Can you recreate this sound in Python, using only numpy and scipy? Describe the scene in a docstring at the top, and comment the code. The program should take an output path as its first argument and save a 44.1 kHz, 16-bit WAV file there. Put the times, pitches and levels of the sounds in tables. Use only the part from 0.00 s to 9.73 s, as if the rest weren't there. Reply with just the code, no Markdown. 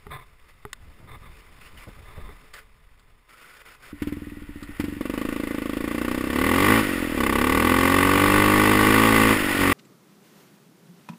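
"""A single-cylinder four-stroke dirt bike on a gravel road, close up from a camera on the rider's helmet.
It coasts with a dead engine: wind buffets the microphone's case, the rider's gear rustles and knocks.
Near 4 s the engine catches and sputters, then pulls away and changes up twice as the tyres begin to roar.
Each cycle gives an exhaust thump that barks under throttle, a gulp of intake air and a rush of gas,
over a steady clatter."""
import sys
import numpy as np
from scipy import signal
from scipy.fft import rfft, irfft, next_fast_len
from scipy.io import wavfile
from scipy.ndimage import uniform_filter1d

SR = 44100
rng = np.random.default_rng(int(sys.argv[2]) if len(sys.argv) > 2 else 0)


def int16_out(signal):
    """Quantize to a 16-bit WAV file."""
    q = np.round(np.clip(np.atleast_2d(signal).T, -1, 1) * 32767)
    wavfile.write(sys.argv[1], SR, q.astype(np.int16))


N = 429093
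TIME = np.arange(N) / SR

# speed of the running engine: time_s, firing_hz
FIRING_RATE = [(5.0084, 21.47), (5.2, 26.97), (5.49, 27.35), (5.69, 26.45), (6.25, 32.31), (6.42, 37.59),
               (6.77, 56.7), (6.88, 47.23), (7.14, 39.06), (7.19, 34.0), (7.3, 32.36), (7.72, 43.57),
               (8.39, 50.27), (8.87, 52.42), (9.05, 55.49), (9.33, 53.95), (9.4, 49.18), (9.73, 45.99)]
# short dying runs as the engine catches: start_s, end_s, firing_hz, first_level_db, loss_per_firing_db
CATCHES = [(3.929, 3.96, 14, -34.5, 2), (4.0195, 4.14, 19.4, -17.5, 2.0), (4.169, 4.45, 19.9, -28.5, 1.9),
           (4.491, 4.72, 15, -35, 0), (4.797, 4.99, 23.6, -15.5, 3.2)]
# sleeve strokes with a gliding pitch: start_s, length_s, level_db, start_hz, end_hz
SWISHES = [(0.481, 0.019, -56.5, 1900, 2040), (1.324, 0.081, -58, 2290, 2900),
           (1.604, 0.074, -51, 2410, 2890), (1.768, 0.072, -48.5, 3070, 2040),
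           (2.531, 0.059, -44.5, 1930, 1500), (3.287, 0.1183, -54, 1297, 1397),
           (3.41, 0.209, -51.5, 1398, 1517), (3.649, 0.099, -51, 1450, 1484),
           (3.82, 0.099, -48.5, 1590, 1305)]
# midrange spectrum of gas, clatter and tyres: frequency_hz, level_db
RUSH_SPECTRUM = [(100, -8.5), (350, -1.5), (700, -8.5), (1100, -2), (2000, -2.5), (2700, -3), (4000, -15.5),
                 (5500, -9), (8000, -15.5)]
# spectrum of hiss at the camera case: frequency_hz, level_db
HISS_SPECTRUM = [(1500, -27), (3500, -5), (5000, 1), (7500, -43), (9000, 25), (11000, 19), (13500, -58),
                 (15500, -21)]


def firings():
    """Times in seconds at which the running engine completes a cycle."""
    time_s, firing_hz = np.transpose(FIRING_RATE)
    running_s = TIME[TIME >= time_s[0]]
    cycles = np.cumsum(np.interp(running_s, time_s, firing_hz)) / SR
    return np.interp(np.arange(int(cycles[-1]) + 1), cycles, running_s)


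def octaves_over_cruise(cruise_hz=50):
    """Engine speed from the first catch on, in doublings of the cruising firing rate."""
    speed = [(start, rate) for start, _, rate, _, _ in CATCHES] + list(FIRING_RATE)
    return np.log2(curve(speed) / cruise_hz)


def engine_gain(law, throttle):
    """Each part of the engine's sound grows with speed and load."""
    cruise_db, per_octave_db, shut_loss_db = law
    return from_db(cruise_db + per_octave_db * octaves_over_cruise() - shut_loss_db * (1 - throttle))


def pipe(x, echo_db, round_trip_s=0.00337):
    """Whatever leaves the exhaust comes again after one round trip in the pipe."""
    return x + from_db(echo_db) * np.interp(TIME - round_trip_s, TIME, x, left=0)


def thump(pulses, low_hz=120, top_hz=640):
    """The blow-down of the cylinder rings the silencer."""
    # silencer resonances: pitch_hz, gain_db, t60_s
    silencer_modes = [(204, 8, 0.012), (292.5, 13.5, 0.021), (390, -12, 0.065), (467, -2, 0.097)]
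    ringing = ring(pipe(pulses, echo_db=-4.5), silencer_modes)
    return -cut(cut(ringing, top_hz, "low", order=4), low_hz, "high")


def exhaust_and_intake(fired, throttle, uneven_db=1.3, gulp_lag_s=0.007734, valve_open_s=0.00406):
    """A gulp follows each exhaust thump: the intake valve rings the airbox as it opens and shuts."""
    # airbox resonances: pitch_hz, gain_db, t60_s
    airbox_modes = [(252, -5.5, 0.066), (326, -2.5, 0.025), (520, -15.5, 0.033)]
    # strength of thump and gulp together: cruise_db, per_octave_db, shut_loss_db
    thump_law = (-21, 6.1, 5.2)
    period_s = 1 / np.interp(fired, *np.transpose(FIRING_RATE))
    thump_sizes, gulp_sizes = from_db(-uneven_db * rng.standard_normal((len(fired), 2))).T
    exhaust = levelled(thump(clicks(fired, thump_sizes)))
    opens_s = fired + gulp_lag_s + 0.2076 * period_s
    gulps = clicks(opens_s, gulp_sizes) + clicks(opens_s + valve_open_s, from_db(-6) * gulp_sizes)
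    intake = levelled(cut(cut(ring(gulps, airbox_modes), 660, "low"), 106, "high"))
    return engine_gain(thump_law, throttle) * levelled(exhaust + from_db(-2) * throttle ** 1.9 * intake)


def bark_and_puff(fired, throttle, lag_s=0.0008, jitter_s=0.00003, uneven_db=0.32):
    """Under load the exhaust pulse steepens to a crack; a puff of gas follows it down the pipe."""
    # exhaust resonances rung by the crack: pitch_hz, gain_db, t60_s
    bark_modes = [(460, 3.5, 0.054), (835, -13.5, 0.075), (1102, 4.5, 0.023), (1140, 0, 0.017),
                  (1546, -1, 0.016), (1780, -30, 0.006), (1894, 1, 0.018), (2480, -27, 0.028)]
    # strength of the bark and of the puff: cruise_db, per_octave_db, shut_loss_db
    bark_law = (-20.5, 8, 30.3)
    puff_law = (-25.5, 7, 20.4)
    timing, strength = rng.standard_normal((len(fired), 2)).T
    fronts = clicks(fired + lag_s + jitter_s * timing, from_db(uneven_db * strength))
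    bark = levelled(-cut(ring(pipe(fronts, echo_db=5), bark_modes), 184, "high"))
    gas_flow = cut(fade(fronts, t60_s=0.079), 500, "low")
    puff = levelled(pipe(gas_flow * noise(RUSH_SPECTRUM), echo_db=-5.5))
    return engine_gain(bark_law, throttle) * bark + engine_gain(puff_law, throttle) * puff


def crank(fired, throttle, lag_s=0.0035):
    """The piston pumps the air once a crank turn, twice a cycle."""
    # strength of the hum: cruise_db, per_octave_db, shut_loss_db
    crank_law = (-31, 8.5, 17.6)
    firing_hz = curve(FIRING_RATE)
    running = TIME >= fired[0]
    cycle_angle = 2 * np.pi * (np.cumsum(firing_hz * running) / SR - firing_hz * lag_s)
    hum = np.cos(2 * cycle_angle) + from_db(-12) * np.cos(cycle_angle)
    return running * np.sqrt(2) * hum * engine_gain(crank_law, throttle)


def sputter(pop_db=-3.5, chug_db=-10, spit_db=-14):
    """Lone firings as the engine catches; the whole pipe chugs low, and the strong ones spit gas."""
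    # low pipe resonances: pitch_hz, gain_db, t60_s
    chug_modes = [(86.7, -1, 0.13), (138, -6, 0.046), (229, -0.5, 0.084), (290, 2, 0.16)]
    fired, level_db = np.transpose([(at, first_db - k * loss_db)
                                    for start, end, rate, first_db, loss_db in CATCHES
                                    for k, at in enumerate(np.arange(start, end, 1 / rate))])
    relative_db = level_db - level_db.max()
    thump_peak = np.abs(thump(clicks([0], [1.]))).max()
    pops = thump(clicks(fired, from_db(level_db)), low_hz=113, top_hz=450) / thump_peak
    pushes = clicks(fired, from_db(level_db.max() + 0.46 * relative_db))
    chug = cut(cut(ring(pushes, chug_modes), 440, "low"), 63, "high")
    spurts = clicks(fired, from_db(level_db + 0.94 * relative_db))
    spit = cut(fade(spurts, t60_s=0.099), 140, "low") * noise(RUSH_SPECTRUM)
    return from_db(pop_db) * pops - from_db(chug_db) * chug + from_db(spit_db) * spit


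def clatter_and_tyres():
    """One fluttering rush carries the engine's ringing metal and the roar of tyres on wet gravel."""
    # tyre roar as the bike gathers speed: time_s, level_db
    tyre_roar = [(3.9, -55), (6.0, -47), (7.2, -44), (8.3, -32.5), (9.73, -26.5)]
    casing = levelled(ring(rng.standard_normal(N), [(1466, -4.5, 0.031), (1870, 3.5, 0.021)]))
    rush = levelled(noise(RUSH_SPECTRUM) + from_db(-19) * noise(HISS_SPECTRUM) + from_db(-5) * casing)
    flutter = from_db(1.54 * drift(rate_hz=100))
    clatter_db = -28.5 + 18 * octaves_over_cruise()  # follows engine speed, whatever the load
    return np.hypot(from_db(clatter_db), from_db(curve(tyre_roar))) * rush * flutter


def wind(rumble_db=-2.5, buffet_db=-13, gust_db=-1.5):
    """A lumpy rumble on the microphone's case, with higher buffeting that jumps in the gusts."""
    # airflow over the case: time_s, level_db
    airflow = [(0, -48), (.6, -51.5), (.8, -44), (2.05, -47.5), (2.23, -35), (2.45, -51), (3.15, -49),
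               (3.3, -63), (4.3, -41.5), (5.5, -45.5), (7.0, -37), (9.73, -36)]
    # gusts on the case, plus the low thud under the knocks at 1.87 s and 2.17 s: start_s, length_s, level_db
    gusts = [(0.052, 0.063, -47), (0.815, .1, -51), (0.993, 0.174, -45.5), (1.21, 0.11, -50),
             (1.478, .14, -56), (1.722, 0.071, -50), (1.866, 0.022, -35), (1.958, 0.067, -46.5),
             (2.167, 0.027, -35.5), (2.24, 0.096, -46), (2.405, 0.044, -51)]
    # spectra of the rumble and the buffeting: frequency_hz, level_db
    rumble_spectrum = [(12, 3.5), (28, -2), (42, 2.5), (70, -19), (150, -25), (400, -29)]
    buffet_spectrum = [(30, -49), (65, 4.5), (110, -5.5), (200, -10.5), (400, -20), (900, -24)]
    flow = from_db(curve(airflow) - drift(rate_hz=2.4))
    buffeting = np.hypot(from_db(buffet_db) * flow, from_db(gust_db) * swells(gusts))
    return from_db(rumble_db) * flow * noise(rumble_spectrum) + buffeting * noise(buffet_spectrum)


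def gear_knocks(gain_db=-7):
    """Knocks ring the helmet shell under the microphone; ticks and scuffs are short bright bursts."""
    # dull knocks on the helmet: start_s, level_db
    knocks = [(0.068, -28), (.652, -22.5), (1.874, -44), (2.18, -37), (2.291, -30)]
    # shell resonances: pitch_hz, gain_db, t60_s
    helmet_modes = [(130, -6, 0.062), (229, -7, 0.034), (417, -4.5, 0.097), (865, -7, 0.034),
                    (1230, 3, 0.011), (1870, -9, 0.019)]
    # ticks and scuffs of the rider's gear: start_s, level_db, t60_s
    ticks = [(0.652, -33, 0.0093), (.731, -15, 0.017), (2.538, -31, 0.06), (2.995, -47, 0.066),
             (4.629, -32.5, 0.069)]
    # their spectrum: frequency_hz, level_db
    tick_spectrum = [(500, -43), (1200, 17.5), (2400, 0), (3600, 7.5), (5500, 3), (8500, 3), (15000, -45)]
    start_s, level_db = np.transpose(knocks)
    shell = ring(clicks(start_s, from_db(level_db)), helmet_modes)
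    bursts = sum(fade(clicks([at], [from_db(db)]), t60_s) for at, db, t60_s in ticks)
    return from_db(gain_db) * (shell + bursts * noise(tick_spectrum))


def clothing_rustle():
    """Rubbing on the case sounds hollow, sleeves hiss; a faint rustle of both goes on between strokes."""
    # steady rustle of air and clothing: time_s, level_db
    rustle = [(0, -57), (.35, -59.5), (.75, -60), (.9, -57), (1.9, -52.5), (2.45, -54.5), (2.7, -61),
              (3.2, -63.5), (3.9, -56)]
    # clothing rubs on the case: start_s, length_s, level_db
    rubs = [(0.103, 0.062, -37), (0.18, 0.053, -51.5), (1.071, 0.087, -47), (1.216, .07, -51.5),
            (2.05, 0.27, -50.5)]
    # resonances of the rubbed case: pitch_hz, gain_db, t60_s
    case_modes = [(134, -4, 0.062), (439, -17, 0.52), (810, -28.5, 0.13), (1037, -13, 0.21),
                  (1213, 4.5, 0.017), (1710, 0.5, 0.012), (2104, 3, 0.0088), (3550, 1.5, 0.0094)]
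    # spectrum of sliding cloth: frequency_hz, level_db
    cloth_spectrum = [(120, -2), (250, -0.5), (550, 2.5), (750, -4), (1200, 4), (2500, 3.5), (4000, -8),
                      (5400, 1.5), (8000, -9)]
    hollow = cut(ring(rng.standard_normal(N), case_modes), 3200, "low")
    cloth = noise(cloth_spectrum) + from_db(-19) * noise(HISS_SPECTRUM)
    steady = from_db(curve(rustle))
    rubbing = np.hypot(swells(rubs), from_db(-5) * steady)
    swishing = np.hypot(swells(SWISHES), from_db(-3) * steady)
    flutter = from_db(1.45 * drift(rate_hz=55))
    return (rubbing * hollow / hollow.std() + swishing * cloth) * flutter


def sleeves(roughness_hz=130, gain_db=-2.5):
    """Woven cloth sliding on itself sings at a rough pitch that follows its speed."""
    pitch_hz = curve([point for start, length, _, start_hz, end_hz in SWISHES
                      for point in [(start, start_hz), (start + length, end_hz)]])
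    tone = np.sin(2 * np.pi * np.cumsum(pitch_hz) / SR)
    rough = cut(rng.standard_normal(N), roughness_hz, "low")
    return from_db(gain_db) * swells(SWISHES) * tone * rough / rough.std()


def from_db(db):
    """Decibels as an amplitude factor."""
    return 10 ** (np.asarray(db) / 20)


def curve(points):
    """Straight lines through (time_s, value) points, sample by sample."""
    return np.interp(TIME, *np.transpose(points))


def swells(strokes, attack_s=0.0081, release_s=0.013):
    """Envelope of gusts, rubs or swishes: each rises, holds and dies away."""
    envelope = np.zeros(N)
    for start_s, length_s, level_db, *_ in strokes:
        age_s = TIME - start_s
        rise = np.clip(age_s / attack_s, 0, 1)
        fall = np.exp(-np.clip((age_s - length_s) / release_s, 0, 20))
        envelope += from_db(level_db) * rise * fall
    return envelope


def levelled(x):
    """Holds the rms near 1 over a few engine cycles."""
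    window = SR // 9
    power = uniform_filter1d(uniform_filter1d(x * x, window), window)
    return x / np.sqrt(np.abs(power) + 1e-9)


def drift(rate_hz):
    """A smooth random wander with spread 1."""
    step, settle = 40, 2000
    pole = np.exp(-2 * np.pi * step * rate_hz / SR)
    white = rng.standard_normal(N // step + settle + 2)
    slow = signal.lfilter([1], [1, -2 * pole, pole * pole], white)[settle:]
    return np.interp(np.arange(N) / step, np.arange(len(slow)), slow / slow.std())


def noise(spectrum):
    """Noise of rms 1 with the given spectrum, rolling off around its last point."""
    hz, db = np.transpose(spectrum)
    size = next_fast_len(N)
    bin_hz = np.arange(size // 2 + 1) * SR / size
    gain = from_db(np.interp(np.log(bin_hz + 1), np.log(hz), db)) / np.sqrt(1 + (bin_hz / hz[-1]) ** 4)
    coloured = irfft(rfft(rng.standard_normal(size)) * gain, size)[:N]
    return coloured / coloured.std()


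def clicks(times_s, sizes):
    """One impulse at each time."""
    samples = np.clip(np.asarray(times_s) * SR, 0, N).astype(int)
    return np.bincount(samples, sizes, N + 1)[:N] + 1e-18


def ring(x, modes):
    """An impulse starts each mode (pitch_hz, gain_db, t60_s) as a damped sine."""
    ringing = 0
    for pitch_hz, gain_db, t60_s in modes:
        radius, angle = from_db(-60 / (t60_s * SR)), 2 * np.pi * pitch_hz / SR
        poles = [1, -2 * radius * np.cos(angle), radius * radius]
        ringing += from_db(gain_db) * signal.lfilter([0, np.sin(angle)], poles, x)
    return ringing


def fade(x, t60_s):
    """Gives each impulse an exponential tail."""
    return signal.lfilter([1], [1, -from_db(-60 / (t60_s * SR))], x)


def cut(x, hz, kind, order=2):
    """A high- or low-pass filter."""
    return signal.sosfilt(signal.butter(order, hz, kind, fs=SR, output="sos"), x)


def scene():
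    """At the helmet, in mono: the rustle of coasting gives way to the engine as it starts to turn."""
    # twist grip, gentle at first, then wide open, shut for each gear change: time_s, opening_fraction
    twist_grip = [(5.0, 0.42), (5.1, 0.59), (5.5, 0.48), (5.85, 0.56), (6.1, 0.72), (6.27, 0.55),
                  (6.4, 0.9), (6.72, 0.99), (6.8, 0.77), (6.84, 0.06), (7.14, 0.15), (7.195, 0.99),
                  (8.2, 1), (9.32, 0.94), (9.37, 0.2), (9.55, 0), (9.61, 0.86), (9.73, 0.96)]
    throttle = np.clip(curve(twist_grip), 0, 1)
    fired = firings()
    turning = np.clip((TIME - 3.88) / 0.08, 0, 1)
    bike = exhaust_and_intake(fired, throttle) + crank(fired, throttle) + sputter()
    bike += turning * (bark_and_puff(fired, throttle) + clatter_and_tyres())
    return (bike + wind() + (1 - turning) * clothing_rustle() + sleeves() + gear_knocks())[None]


def record(dry, hold_hz=12000, cutoff_hz=15500):
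    """The case colours the midrange; the camera's sample-and-hold mirrors the low band; the top is cut."""
    # midrange peaks and a dip from the case; a deep 6 kHz notch from the camera's sampling:
    # centre_hz, width_hz, gain_db
    peaks_and_notches = [(1474, 46, 3), (1622, 48, -7.5), (2000, 153, 5), (3570, 250, 3.5),
                         (5940, 767, -24)]
    for centre_hz, width_hz, gain_db in peaks_and_notches:
        root_gain = from_db(gain_db / 2)
        width = np.tan(np.pi * width_hz / SR)
        tuning = -2 * np.cos(2 * np.pi * centre_hz / SR)
        dry = signal.lfilter([1 + width * root_gain, tuning, 1 - width * root_gain],
                             [1 + width / root_gain, tuning, 1 - width / root_gain], dry)
    slope = np.gradient(cut(dry, 7600, "low", order=8), axis=-1) * SR / (2 * np.pi * hold_hz)
    image = 2 * slope * np.cos(2 * np.pi * hold_hz * TIME)  # lies either side of the hold rate
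    return signal.sosfilt(signal.ellip(10, 0.2, 80, cutoff_hz, fs=SR, output="sos"), dry + image)


dry = scene()
out = record(dry)
int16_out(out)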